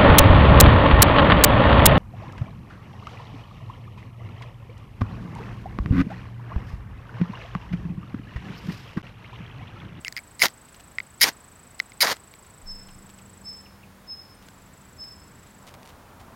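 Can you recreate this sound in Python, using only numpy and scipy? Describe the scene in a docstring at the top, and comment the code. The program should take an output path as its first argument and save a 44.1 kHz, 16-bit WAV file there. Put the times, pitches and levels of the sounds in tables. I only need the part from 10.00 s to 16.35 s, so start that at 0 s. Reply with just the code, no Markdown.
"""A quiet campsite, where a ferrocerium rod is struck three times with a steel scraper, close by.
The scraper ticks on the rod, bites in with a bright rasp, and the shavings burn off in a short sputter.
Behind it an insect trills with its wings, a bird whistles four times from the trees, another chips,
and something dry rustles faintly. From partway through, a far motor's hum is heard.
Near the end the background fades over to louder, breezy outdoor air."""
import sys
import numpy as np
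from scipy import signal
from scipy.fft import rfft, irfft, next_fast_len
from scipy.io import wavfile

SR = 44100
rng = np.random.default_rng(int(sys.argv[2]) if len(sys.argv) > 2 else 0)


def store_pcm(level_fs):
    """Save levels as 16-bit WAV."""
    pcm = np.round(np.clip(level_fs, -1, 1) * 32767).astype(np.int16)
    wavfile.write(sys.argv[1], SR, np.atleast_2d(pcm).T)


N = 280035
TIME = np.arange(N) / SR

# Spectrum of shavings tearing off. Each row: frequency in Hz, relative density in dB.
TEARING_SPECTRUM = [(150, -23), (1000, -28), (1700, -9), (3000, 2.5), (5500, 3), (7200, -11.5), (7900, -16),
                    (9000, -5), (12000, 4), (16000, -8)]
# Spectrum of shavings burning. Each row: frequency in Hz, relative density in dB.
SPARK_SPECTRUM = [(50, -20), (150, -8.5), (400, -4), (800, 0.5), (1400, -1.5), (1950, 2.5), (2500, -6),
                  (4800, -3.5), (6900, -8.5), (8000, -19.5), (9000, -10), (10000, -21), (12500, -11.5),
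                  (16000, -22.5)]
# Scraper strokes. Each row: bite start in seconds, rasp length in seconds, rasp level in dB,
# skid level in dB, burn length in seconds, spark level in dB, tearing gain in dB, spark treble in dB,
# upper ring gain in dB. Levels are relative.
SCRAPER_STROKES = [(0.413, 0.018, -16, -30, 0.028, -21.5, -2.5, 1.5, -2),
                   (1.2087, 0.028, -15.5, -51, 0.054, -26, 2.5, 0, 4.5),
                   (2.0037, 0.025, -16.5, -60, 0.098, -24.5, 0, -3.5, 6.5)]


def strikes(grit_db=3.5):
    """The edge tears shavings off the rod in jerks; they catch fire and sputter a moment later."""
    jerks = from_db(grit_db * drift(900))
    slips = rms_one(grains(per_s=12000, spread_db=1.0) * jerks)
    tearing = colour(grains(per_s=6000, spread_db=1.5) * jerks, TEARING_SPECTRUM)
    sputter = colour(grains(per_s=7000, spread_db=2.5) * from_db(2 * drift(500)), SPARK_SPECTRUM)
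    ring_gain = from_db(-1.3) / np.std(rod(slips[:SR]))
    out = np.zeros(N)
    for start_s, *gesture, tearing_db, spark_treble_db, upper_db in SCRAPER_STROKES:
        near = np.abs(TIME - start_s) < .5
        scrape, burn = stroke(TIME[near], start_s, *gesture)
        ring = ring_gain * rod(slips[near] * scrape + 1e-18)
        # a deeper bite excites the upper modes
        out[near] += ring + (from_db(upper_db) - 1) * resonate(ring, 4200, 1400)
        out[near] += from_db(tearing_db - 7) * scrape * tearing[near]
        out[near] += from_db(1.96) * burn * shelf(sputter[near], spark_treble_db, corner_hz=6070)
    return out


def stroke(t, start_s, rasp_s, rasp_db, skid_db, burn_s, sparks_db):
    """Scrape and burn envelopes: the edge skids, bites and drags; sparks flare, sag and fizz out."""
    skid_s, attack_s, scrape_t60_s = 0.018, 0.0091, 0.024
    ignition_s, sag_db = 0.0052, -4
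    lit_s = start_s + rasp_s
    skid = envelope(start_s - skid_s, skid_s / 2, skid_s, scrape_t60_s, t)
    bite = envelope(start_s, attack_s, rasp_s, scrape_t60_s, t)
    drag = from_db(-21.5) * envelope(lit_s, attack_s, burn_s, scrape_t60_s, t)
    scrape = from_db(skid_db) * skid + from_db(rasp_db) * (bite + drag)
    first_sparks = from_db(-12) * bite
    flare = envelope(lit_s, ignition_s, ignition_s, t60_s=0.051, t=t)
    sag = from_db(sag_db * np.sin(np.pi * np.clip((t - lit_s) / burn_s, 0, 1)))
    flame = sag * envelope(lit_s, ignition_s, burn_s, t60_s=0.026, t=t)
    fizz = from_db(-15.5) * envelope(lit_s, burn_s, burn_s, t60_s=0.13, t=t)
    return scrape, from_db(sparks_db) * (first_sparks + flare + flame + fizz)


# Modes of the hand-held rod and scraper. Each row: frequency in Hz, width in Hz, relative gain in dB.
ROD_MODES = [(1220, 450, -35.5), (2020, 87, 4.5), (2166, 170, 11), (3000, 390, 1), (3990, 280, 2.5),
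             (4720, 250, 8.5), (5045, 100, 11), (5140, 84, -15.5), (6090, 110, -20.5), (6500, 270, 0.5),
             (6850, 370, -6), (8900, 460, 0), (10560, 130, -12), (10800, 270, 2), (11450, 450, -5),
             (12280, 200, -22.5), (13100, 130, -16), (14200, 520, -14), (14500, 660, -13)]


def rod(force, pitch=1, damping=1):
    """Rod and scraper ring in modes that the grip shifts and damps, with a hollow at 7700 Hz."""
    modes = sum(from_db(db) * resonate(force, hz * pitch, width_hz * damping)
                for hz, width_hz, db in ROD_MODES)
    return modes - 0.96 * resonate(modes, 7700, 800)


# Steel knocks on the rod. Each row: start in seconds, relative level in dB, ring in Hz, brightness in dB.
KNOCKS = [(0.048, -22.5, 2730, 3.5), (0.070, -30, 2280, 1), (0.081, -23.5, 1950, 9.5),
          (0.125, -36, 1800, 13.5), (0.166, -24.5, 2040, 6.5), (0.1746, -29.5, 1820, 11),
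          (0.180, -24, 2060, 0), (0.3948, -33, 2144, 12.5), (0.4192, -2, 2106, -31.5),
          (0.4262, -14, 2160, 13.5), (0.4454, -26, 2100, -3), (0.4557, -17.5, 2070, 12),
          (0.466, -22, 2030, 10), (0.4836, -35, 2020, 14), (0.9846, -14, 2020, -8.5),
          (1.0023, -20, 2080, -7), (1.2032, -40, 2220, 14), (1.2139, -15.5, 1890, -10.5),
          (1.2191, -15, 1900, -0.5), (1.2352, -15.5, 2240, 15), (1.2403, -13, 1980, 15.5),
          (1.794, -37, 2000, 13), (1.8006, -10, 2026, 1.5), (1.9197, -36.5, 2100, 3),
          (2.0071, -16.5, 2200, 5.5), (2.0216, -20, 2050, 7), (2.0275, -11.5, 1960, 12),
          (2.071, -16.5, 1850, 6), (2.339, -46, 2260, 15)]


def ticks(ring_width_hz=350, contact_s=.00045, thud_gain=0.34):
    """Each knock is a gritty contact; the lowest mode builds up, and its pitch shifts with the grip."""
    out, t = np.zeros(N), TIME[:2048]
    impulse = 1. 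* (t == 0)
    thud = resonate(resonate(impulse, 1560, 797), 1560, 797)  # the fingers take the blow
    for start_s, db, hz, bright_db in KNOCKS:
        body = resonate(resonate(impulse, hz, ring_width_hz), hz, ring_width_hz)
        contact = rng.choice([-1, 1], len(t)) * np.exp(-t / contact_s)
        force = butter(contact, "band", [2400, 6000])
        edge = rod(force, pitch=1 + rng.normal(0, 0.035), damping=2.14)  # pressed parts ring dry
        snap = butter(contact, "high", 8500)  # only hard contacts reach the top
        knock = peak_one(body) + thud_gain * peak_one(thud)
        knock += from_db(bright_db - 2.5) * peak_one(edge)
        knock += from_db(2 * bright_db - 20.5) * peak_one(snap)
        add(out, start_s, from_db(db) * knock)
    return out


# Scraper sliding into place. Each row: start in seconds, length in seconds, level in dB.
SEATING_SLIDES = [(0.047, 0.028, -39.5), (0.165, 0.026, -36)]


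def seating(mode_hz=2130, width_hz=260):
    """Light sliding makes the rod squeak on its lowest mode."""
    slips = grains(per_s=1800, spread_db=3.5)
    pressure = sum(from_db(db) * envelope(start_s, 0.003, length_s, t60_s=0.022)
                   for start_s, length_s, db in SEATING_SLIDES)
    squeak = resonate(resonate(slips, mode_hz, width_hz), mode_hz, width_hz * 2)
    return pressure * (rms_one(squeak) + from_db(-9) * rms_one(rod(slips)))


# Bird whistles. Each row: start in seconds, level in dB, top pitch in Hz, base quaver in Hz.
BIRD_WHISTLES = [(2.650, -33.5, 5267, 44), (3.432, -33.5, 5270, 13), (4.063, -32, 5206, 18),
                 (4.97, -34.5, 5232, 26)]


def bird(length_s=0.113, arch_curve_hz=504, flick_hz=200):
    """Arched whistles, roughest at the onset, flick down at the end and linger among the trees."""
    out, u = np.zeros(N), progress(length_s)
    for start_s, db, top_hz, quaver_hz in BIRD_WHISTLES:
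        quaver = quaver_hz * (1 + 1.6 * (1 - u) ** 4) * drift(110)[:len(u)]
        hz = top_hz - arch_curve_hz * (u - 0.405) ** 2 - flick_hz * u ** 20 + quaver
        add(out, start_s, from_db(db) * np.sin(np.pi * u) ** 2 * tone(hz))
    return out + from_db(-8) * woods(out, t60_s=.62, early_s=.022)


# Insect trills. Each row: start in seconds, end in seconds, chirp period in seconds,
# relative level in dB, chirp start pitch in Hz.
INSECT_TRILLS = [(0.0055, 1.29, 0.03772, -47, 8230), (1.325, 2.63, 0.03785, -46, 8230),
                 (2.670, 3.62, 0.03888, -46.5, 8180), (4.459, 4.67, 0.0392, -52, 7990),
                 (4.731, 5.63, 0.0386, -50, 8100)]


def insect(chirp_s=0.013, sag_hz=420, drop_hz=650):
    """Each wing stroke is a near-pure chirp that swells late and falls as the wing slows."""
    out, u = np.zeros(N), progress(chirp_s)
    swell = from_db(-1) * np.sin(np.pi * u ** 1.48) ** 0.5
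    for start_s, end_s, period_s, db, start_hz in INSECT_TRILLS:
        for onset_s in np.arange(start_s, end_s, period_s):
            hz = start_hz + rng.normal(0, 21) - sag_hz * u - drop_hz * u ** 4
            add(out, onset_s, from_db(db + rng.normal(0, 0.19)) * swell * tone(hz))
    return out + from_db(-9) * woods(out, t60_s=0.274, early_s=0.00174)


# A second bird's chips. Each row: start in seconds, level in dB, start pitch in Hz, end pitch in Hz.
BIRD_CHIPS = [(2.884, -53.5, 3530, 2200), (2.925, -56, 8160, 8900), (3.183, -54, 3400, 2150),
              (3.655, -49.5, 3200, 2130), (3.829, -48, 3000, 2130), (4.342, -55, 8950, 8340)]


def small_bird(length_s=0.0183):
    """A small, far bird chips in quick glides, most of them falling."""
    out, u = np.zeros(N), progress(length_s)
    for start_s, db, start_hz, end_hz in BIRD_CHIPS:
        hz = start_hz + (end_hz - start_hz) * u
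        add(out, start_s, from_db(db) * np.sin(np.pi * u) * tone(hz))
    return out + from_db(-9) * woods(out, t60_s=0.15, early_s=0.0013)


# Dry rustles nearby. Each row: start in seconds, level in dB, length in seconds.
DRY_RUSTLES = [(0.68, -48.5, 0.01), (0.744, -49.5, 0.022), (0.797, -44.5, 0.014), (2.148, -53, 0.0043),
               (2.164, -43, 0.0065), (2.442, -52, 0.013), (2.885, -52, 0.011), (3.092, -52.5, 0.021),
               (3.188, -50.5, 0.011), (4.42, -55, 0.074), (4.484, -47.5, 0.007), (5.039, -48, 0.006),
               (5.432, -58, 0.088), (5.668, -50, 0.054), (5.74, -50, 0.016), (5.826, -49, 0.009),
               (5.852, -52.5, 0.086), (6.197, -49.5, 0.025)]


def rustles():
    """Faint dry rustles, each a short cluster of clicks."""
    gate = np.zeros(N)
    for start_s, db, length_s in DRY_RUSTLES:
        add(gate, start_s, from_db(db) * np.sqrt(1 - progress(length_s)))
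    spectrum_hz_db = [(200, -7), (1200, -7), (2600, -4.5), (4000, -7.5), (8000, -14.5), (16000, -22)]
    return gate * colour(grains(per_s=4000, spread_db=6.5), spectrum_hz_db)


# Spectrum of the open air. Each row: frequency in Hz, relative density in dB.
AIR_SPECTRUM = [(12, -38), (20, -7), (81, 1), (241, -5.5), (357, -10.5), (802, -9.5), (1000, -8),
                (1960, -14), (3070, -23), (6180, -23.5), (6910, -17), (7730, -21), (8650, -37),
                (14700, -20), (16000, -15)]
# Course of the low rumble. Each row: time in seconds, level in dB.
RUMBLE_LEVEL = [(0.0, -54), (2.37, -55.5), (2.71, -52.5), (4.67, -53), (6.35, -50)]
# Spectrum of the breezy air. Each row: frequency in Hz, relative density in dB.
BREEZY_AIR_SPECTRUM = [(100, -9.5), (350, -5.5), (550, 1), (900, 2.5), (1300, -2.5), (2200, -19),
                       (5000, -43)]


def open_air(fade_start_s=5.58, fade_s=0.067):
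    """Low rumble, a wash of leaves and distance, thin hiss; louder, breezy air fades in over them."""
    rumble_db = np.interp(TIME, *np.transpose(RUMBLE_LEVEL)) + 0.51 * drift(4.6)
    rumble = from_db(rumble_db) * rms_one(butter(noise(AIR_SPECTRUM), "band", [21.8, 376]))
    wash_db = -56 + 0.26 * drift(16)
    wash = from_db(wash_db) * rms_one(butter(noise(AIR_SPECTRUM), "band", [310, 3230]))
    fade = np.clip((TIME - fade_start_s) / fade_s, 0, 1)
    breezy_air = from_db(-54 + 0.6 * drift(12)) * fade * noise(BREEZY_AIR_SPECTRUM)
    hiss_hz_db = [(500, -0.5), (2500, 2), (4000, 0.5), (6000, -1.5), (10000, -3), (16000, -4)]
    return rumble + wash + breezy_air + from_db(-59.5) * noise(hiss_hz_db)


# Tones of the far motor. Each row: frequency in Hz, relative level in dB.
MOTOR_TONES = [(194, -59), (484.5, -74.5)]


def motor(heard_from_s=2.63, fade_s=0.08, speed_spread=.006):
    """A far motor's hum, heard from partway through, wavers with its speed and slowly fades."""
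    hum = np.zeros(N)
    for hz, db in MOTOR_TONES:
        amplitude = np.sqrt(2) * from_db(db + 1.65 * drift(6.7))
        hum += amplitude * tone(hz * (1 + speed_spread * drift(12)))
    return from_db(5.5) * envelope(heard_from_s, fade_s, fade_s, t60_s=18) * hum


# Soft pushes on the microphone. Each row: start in seconds, level in dB.
SWAY_PUSHES = [(2.625, -37), (2.86, -49)]


def sway(hz=23.5, rise_s=0.032, hold_s=0.078):
    """The microphone rocks and settles with a deep throb."""
    push = sum(from_db(db) * envelope(start_s, rise_s, rise_s + hold_s, t60_s=0.42)
               for start_s, db in SWAY_PUSHES)
    return push * np.sin(2 * np.pi * hz * TIME + .5 * drift(12))


def woods(x, t60_s, early_s):
    """Scattered echoes from the trees, with unit energy."""
    t = TIME[:SR]
    onset = np.clip(t / early_s - 1, 0, 1)
    echoes = rng.standard_normal(SR) * from_db(-60 * t / t60_s) * onset
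    return signal.fftconvolve(x, echoes / np.sqrt(np.sum(echoes ** 2)))[:N]


def envelope(start_s, attack_s, length_s, t60_s, t=TIME):
    """A straight rise, a hold until length_s after the start, then a decay."""
    age_s = t - start_s
    decay_db = -60 * np.clip((age_s - length_s) / t60_s, 0, 4)
    return np.clip(age_s / attack_s, 0, 1) * from_db(decay_db)


def grains(per_s, spread_db):
    """Random clicks of uneven size; rms 1."""
    sizes = from_db(spread_db * np.minimum(rng.exponential(1, N), 4))
    signs = rng.choice([-1, 1], N)
    return rms_one(sizes * signs * (rng.random(N) < per_s / SR))


def drift(rate_hz):
    """Smooth random wander; rms 1."""
    knots_s = np.arange(0, N / SR + 1, 1 / rate_hz)
    return rms_one(np.interp(TIME, knots_s, rng.standard_normal(len(knots_s))))


def colour(x, spectrum):
    """Minimum-phase filter through (Hz, dB) points; output rms 1."""
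    size = next_fast_len(N + 8192) // 2 * 2
    hz = np.maximum(np.arange(size // 2 + 1) * SR / size, 1)
    points_hz, points_db = np.transpose(spectrum)
    gain = from_db(np.interp(np.log(hz), np.log(points_hz), points_db))
    cepstrum = irfft(np.log(gain))
    cepstrum[1:size // 2] *= 2
    cepstrum[size // 2 + 1:] = 0
    return rms_one(irfft(rfft(x, size) * np.exp(rfft(cepstrum)))[:N])


def resonate(x, hz, width_hz):
    """A resonance with peak gain 1."""
    radius = np.exp(-np.pi * width_hz / SR)
    feedback = [1, -2 * radius * np.cos(2 * np.pi * hz / SR), radius ** 2]
    return signal.lfilter(np.array([1, 0, -1]) * (1 - radius ** 2) / 2, feedback, x)


def shelf(x, gain_db, corner_hz):
    """Raise or lower the treble."""
    low = butter(x, "low", corner_hz, order=1)
    return low + from_db(gain_db) * (x - low)


def butter(x, kind, hz, order=2):
    return signal.sosfilt(signal.butter(order, hz, kind, fs=SR, output="sos"), x)


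def noise(spectrum):
    return colour(rng.standard_normal(N), spectrum)


def tone(hz):
    return np.sin(2 * np.pi * np.cumsum(hz) / SR)


def progress(length_s):
    return np.arange(0, 1, 1 / (length_s * SR))


def add(out, start_s, sound):
    at = max(0, round(start_s * SR))
    out[at:at + len(sound)] += sound[:max(0, N - at)]


def from_db(db):
    return 10 ** (np.asarray(db) / 20)


def rms_one(x):
    return x / np.sqrt(np.mean(x ** 2) + 1e-20)


def peak_one(x):
    return x / np.abs(x).max()


def scene():
    """The fire starter close by, the campsite behind it."""
    fire_starter = strikes() + ticks() + seating()
    campsite = insect() + bird() + small_bird() + rustles() + open_air() + motor()
    return (fire_starter + campsite + sway())[None]


def record(dry):
    """The tallest peaks are rounded and the top is cut at 16100 Hz."""
    rounded = .98 * np.tanh(dry)
    return signal.sosfilt(signal.ellip(10, .1, 80, 16100, fs=SR, output="sos"), rounded)


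dry = scene()
out = record(dry)
store_pcm(out)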